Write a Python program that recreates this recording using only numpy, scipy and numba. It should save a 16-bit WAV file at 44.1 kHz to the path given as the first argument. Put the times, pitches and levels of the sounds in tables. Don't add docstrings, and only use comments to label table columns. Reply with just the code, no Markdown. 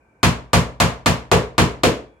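import sys
import numpy as np
from scipy import signal
from scipy.fft import rfft, irfft
from scipy.io import wavfile
from scipy.ndimage import uniform_filter1d, minimum_filter1d
from numba import njit

SR = 44100
rng = np.random.default_rng(int(sys.argv[2]) if len(sys.argv) > 2 else 0)


def file_out(sig):
    cols = np.atleast_2d(sig).T
    lim = np.clip(cols, -1, 1)
    pcm = np.round(lim * 32767).astype(np.int16)
    wavfile.write(sys.argv[1], SR, pcm)


N = 97020
TAIL = 24000
LEFT_RIGHT = np.array([[1], [-1]])


def undb(db):
    return 10 ** (np.asarray(db) / 20)


def read(table, hz):
    table = np.array(table)
    return np.interp(np.log(hz), np.log(table[:, 0]), table[:, 1])


def unit(x):
    return x / np.sqrt(np.sum(x ** 2))


def ring(t, hz, t60, lead=0):
    return np.sin(2 * np.pi * hz * t + lead) * 1000. ** (-t / t60) * (t > 0)


def click(db, size=2048):
    cepstrum = irfft(db * np.log(10) / 20, size)
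    cepstrum[1:size // 2] *= 2
    cepstrum[size // 2 + 1:] = 0
    return irfft(np.exp(rfft(cepstrum)), size)


def bands(size):
    spectrum = rfft(rng.standard_normal((2, size)))
    f = np.fft.rfftfreq(size, 1 / SR) + 1e-9
    for hz in 30 * 2 ** (np.arange(29) / 3):
        power = np.clip(1 - abs(3 * np.log2(f / hz)), 0, 1)
        mid, side = irfft(spectrum * np.sqrt(power), size)
        yield hz, mid, side


# (frequency [Hz], relative level [dB per Hz])
AIR = [(30, -17.5), (60, 3.5), (150, -6.5), (450, -6.5), (900, -13.5), (1300, -18), (1900, -25.5),
       (2150, -26), (2700, -30), (3300, -44.5), (8000, -38.5), (16000, -55)]
# (frequency [Hz], width of one filter pass [Hz], RMS level of the mid [dB])
AIR_PEAKS = [(900, 120, -73), (1545, 60, -73), (2320, 110, -75), (2450, 70, -77)]
AIR_DB = -59


def air():
    broad = 0
    for hz, mid, side in bands(N):
        width = min(hz / 1300.0, 1)
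        broad = broad + undb(read(AIR, hz)) * (mid + width * side * LEFT_RIGHT)
    out = broad * undb(AIR_DB) / broad.std()
    for hz, width_hz, db in AIR_PEAKS:
        peak = signal.iirpeak(hz, hz / width_hz, SR)
        once = signal.lfilter(*peak, rng.standard_normal((2, N)))
        mid, side = signal.lfilter(*peak, once)
        out = out + undb(db) * (mid + side * LEFT_RIGHT) / mid.std()
    return out


# (time [ms], relative level [dB])
ARRIVALS = [(0., -12), (1.1, 0), (1.35, -1), (2.3, -5)]
# (frequency [Hz], gain [dB])
CRACK_TILT = [(300, -3), (1200, 0), (2500, 1), (5000, 3), (12000, -1)]
DIRECT_DB = -16


def direct_crack(f):
    first = np.zeros(256)
    for ms, db in ARRIVALS:
        first[int(ms * SR / 1000)] += undb(DIRECT_DB + db)
    return np.convolve(first, click(read(CRACK_TILT, f)))


# (frequency [Hz], relative level [dB per Hz])
KNOCK = [(120, -57), (200, 2.5), (529, 1), (777, -4), (1020, -4), (1620, -8), (2330, -9), (5730, -18.5),
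         (7010, -18), (13300, -30), (16000, -35)]
KNOCK_LOW_HZ = 250


def crack_spectrum(f):
    db = read(KNOCK, f) - 20 * np.log10(1 + (KNOCK_LOW_HZ / f) ** 4)
    return db - 20 * np.log10(np.linalg.norm(click(db)))


# (frequency [Hz], level [dB], t60 [s], build-up [s], polarity [+1 or -1])
BOOM = [(57.0, -27.5, .66, .033, -1), (67.2, -17.8, .41, .011, 1), (98.7, .1, .13, .024, 1),
        (102.7, -2.7, .16, .03, -1), (125.4, -12.3, .33, .022, -1), (132.4, -26.3, .52, .006, 1),
        (165.5, -6.3, .21, .041, 1), (173.0, -.8, .13, .014, -1), (179.3, .6, .16, .049, 1),
        (97.0, -28, .5, .04, 1), (171.0, -27, .45, .04, 1), (233.6, -20, .37, .006, -1),
        (253.1, -29, .27, .002, -1), (285.0, -27, .33, .019, -1)]
# (frequency [Hz], side minus mid [dB])
BOOM_SIDE = [(60, -11.5), (100, -5.5), (170, -16), (280, -23)]


def table_boom(t):
    out = 0
    for hz, db, t60, rise, sign in BOOM:
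        lead = np.arctan(undb(read(BOOM_SIDE, hz))) * LEFT_RIGHT
        swell = 1 - np.exp(-t / rise)
        out = out + sign * undb(db) * swell * ring(t, hz, t60, lead)
    return out


BOX_HZ = [360, 413, 465, 530, 626, 707, 800, 916, 1013, 1093, 1170, 1300, 2007, 2400]
# (relative level [dB], t60 [s])
BOX = [(-8.5, 0.092), (-2, 0.041), (9.5, 0.027), (2, 0.051), (-0.5, 0.1), (0, 0.067), (-11, 0.12),
       (3.5, 0.034), (7.5, 0.025), (-3, .07), (3, 0.044), (-4, 0.013), (-19.5, .04), (-2, .03)]
BOX_DB = -8


def box_ring(t):
    out = 0
    for k, (hz, (db, t60)) in enumerate(zip(BOX_HZ, BOX)):
        out = out + (-1) ** k * undb(db) * ring(t, hz, t60)
    return unit(out) * undb(BOX_DB)


# (frequency [Hz], t60 [s])
ROOM_T60 = [(200, 0.39), (400, 0.39), (900, 0.37), (2400, 0.31), (6400, 0.28), (14000, 0.21)]
# (frequency [Hz], side minus mid [dB])
ROOM_SIDE = [(60, -33), (110, 2), (200, -10), (380, -11.5), (700, -3.5), (1290, -0.5), (2380, -1),
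             (4400, 0.5), (8120, 0), (15000, -3.5)]
ROOM_LAG_S, ROOM_RISE_S = 0.001077, 0.0035
EARLY_DB, EARLY_T60_S = 9, 0.02


def echoes():
    t = np.maximum(np.arange(TAIL) / SR - ROOM_LAG_S, 0)
    early = undb(EARLY_DB) * 1000. ** (-t / EARLY_T60_S)
    out = 0
    for hz, mid, side in bands(TAIL):
        pair = mid + undb(read(ROOM_SIDE, hz)) * side * LEFT_RIGHT
        late = 1000. ** (-t / read(ROOM_T60, hz))
        out = out + pair * (late + early)
    return unit(out * (1 - np.exp(-t / ROOM_RISE_S)))


# (time [s], boom gain [dB], then six colour gains [dB], one at each of COLOUR_HZ)
BLOWS = [(0.23, 1.8, 1.3, -4, -3, 0, 1.5, 0.76), (0.5316, 3, -1.5, -1, -0.4, -0.4, 0.71, 1.4),
         (.8009, -0.2, -4, -3, -1.5, 0.1, 0.64, 0.18), (1.0597, -1, 0.5, -5.5, -1.8, -2, -0.013, -0.64),
         (1.3146, 0.9, -4.5, 7.5, 3, -0.5, -0.2, -1.7), (1.58, 1.5, 4.5, 4.5, -2.1, 0.2, 1.4, -0.016),
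         (1.8342, -4, 5.5, 4.5, 3.5, -4, 0.93, -0.77)]
COLOUR_HZ = [270, 400, 550, 900, 3000, 10000]
KNOCK_DB, BOOM_DB = 23, 1
BOX_NEAR_DB = -2.5
SAME_PATH = 0.6
BALANCE_DB = 0.83


def hammer():
    t = np.arange(TAIL) / SR
    f = np.maximum(np.fft.rfftfreq(2048, 1 / SR), 20)
    first, crack_db = direct_crack(f), crack_spectrum(f)
    boom, box = table_boom(t), box_ring(t[:8192])
    shared, box_walls = echoes(), echoes()
    near = int(ROOM_LAG_S * SR)
    out = np.zeros((2, N + 2 * TAIL))
    for s, boom_db, *colour_db in BLOWS:
        tint = read(list(zip(COLOUR_HZ, colour_db)), f)
        crack = click(crack_db + tint)
        body = np.convolve(box, click(tint))
        path = np.sqrt(SAME_PATH) * shared + np.sqrt(1 - SAME_PATH) * echoes()
        path[:, :len(first)] += first
        heard = signal.fftconvolve(path, crack[None], axes=1)[:, :TAIL]
        heard += signal.fftconvolve(box_walls, body[None], axes=1)[:, :TAIL]
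        heard[:, near:near + len(body)] += body * undb(BOX_NEAR_DB)
        start = int(s * SR)
        out[:, start:start + TAIL] += boom * undb(BOOM_DB + boom_db) - heard * undb(KNOCK_DB)
    return out[:, :N] * undb(LEFT_RIGHT * BALANCE_DB / 2)


RING_HZ, RING_S = 3360, 1.835
RING_DB, RING_T60_S = -64, 1.58


def last_ring():
    return undb(RING_DB) * ring(np.arange(N) / SR - RING_S, RING_HZ, RING_T60_S)


def scene():
    return air() + hammer() + last_ring()


@njit
def follow(x, down):
    level, out = 0., np.empty(len(x))
    for i in range(len(x)):
        level = max(x[i], level * down)
        out[i] = level
    return out


LIMIT_DB, RATIO = -1.5, 10.
LOOK_S, RELEASE_S = .001, .012
BOTTOM_HZ, TOP_HZ = 38, 16000


def limiter(dry):
    k = int(LOOK_S * SR) + 1
    loudest = np.abs(dry).max(axis=0)
    ahead = -minimum_filter1d(-loudest, 2 * k + 1)
    level = follow(ahead, np.exp(-1 / (RELEASE_S * SR)))
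    gain = np.minimum(1, undb(LIMIT_DB) / (level + 1e-9)) ** (1 - 1 / RATIO)
    return dry * uniform_filter1d(gain, k)


def record(dry):
    bass_cut = signal.butter(2, BOTTOM_HZ, "high", fs=SR, output="sos")
    treble_cut = signal.ellip(8, .2, 70, TOP_HZ, fs=SR, output="sos")
    held = signal.sosfilt(bass_cut, limiter(dry))
    return signal.sosfilt(treble_cut, held)


dry = scene()
out = record(dry)
file_out(out)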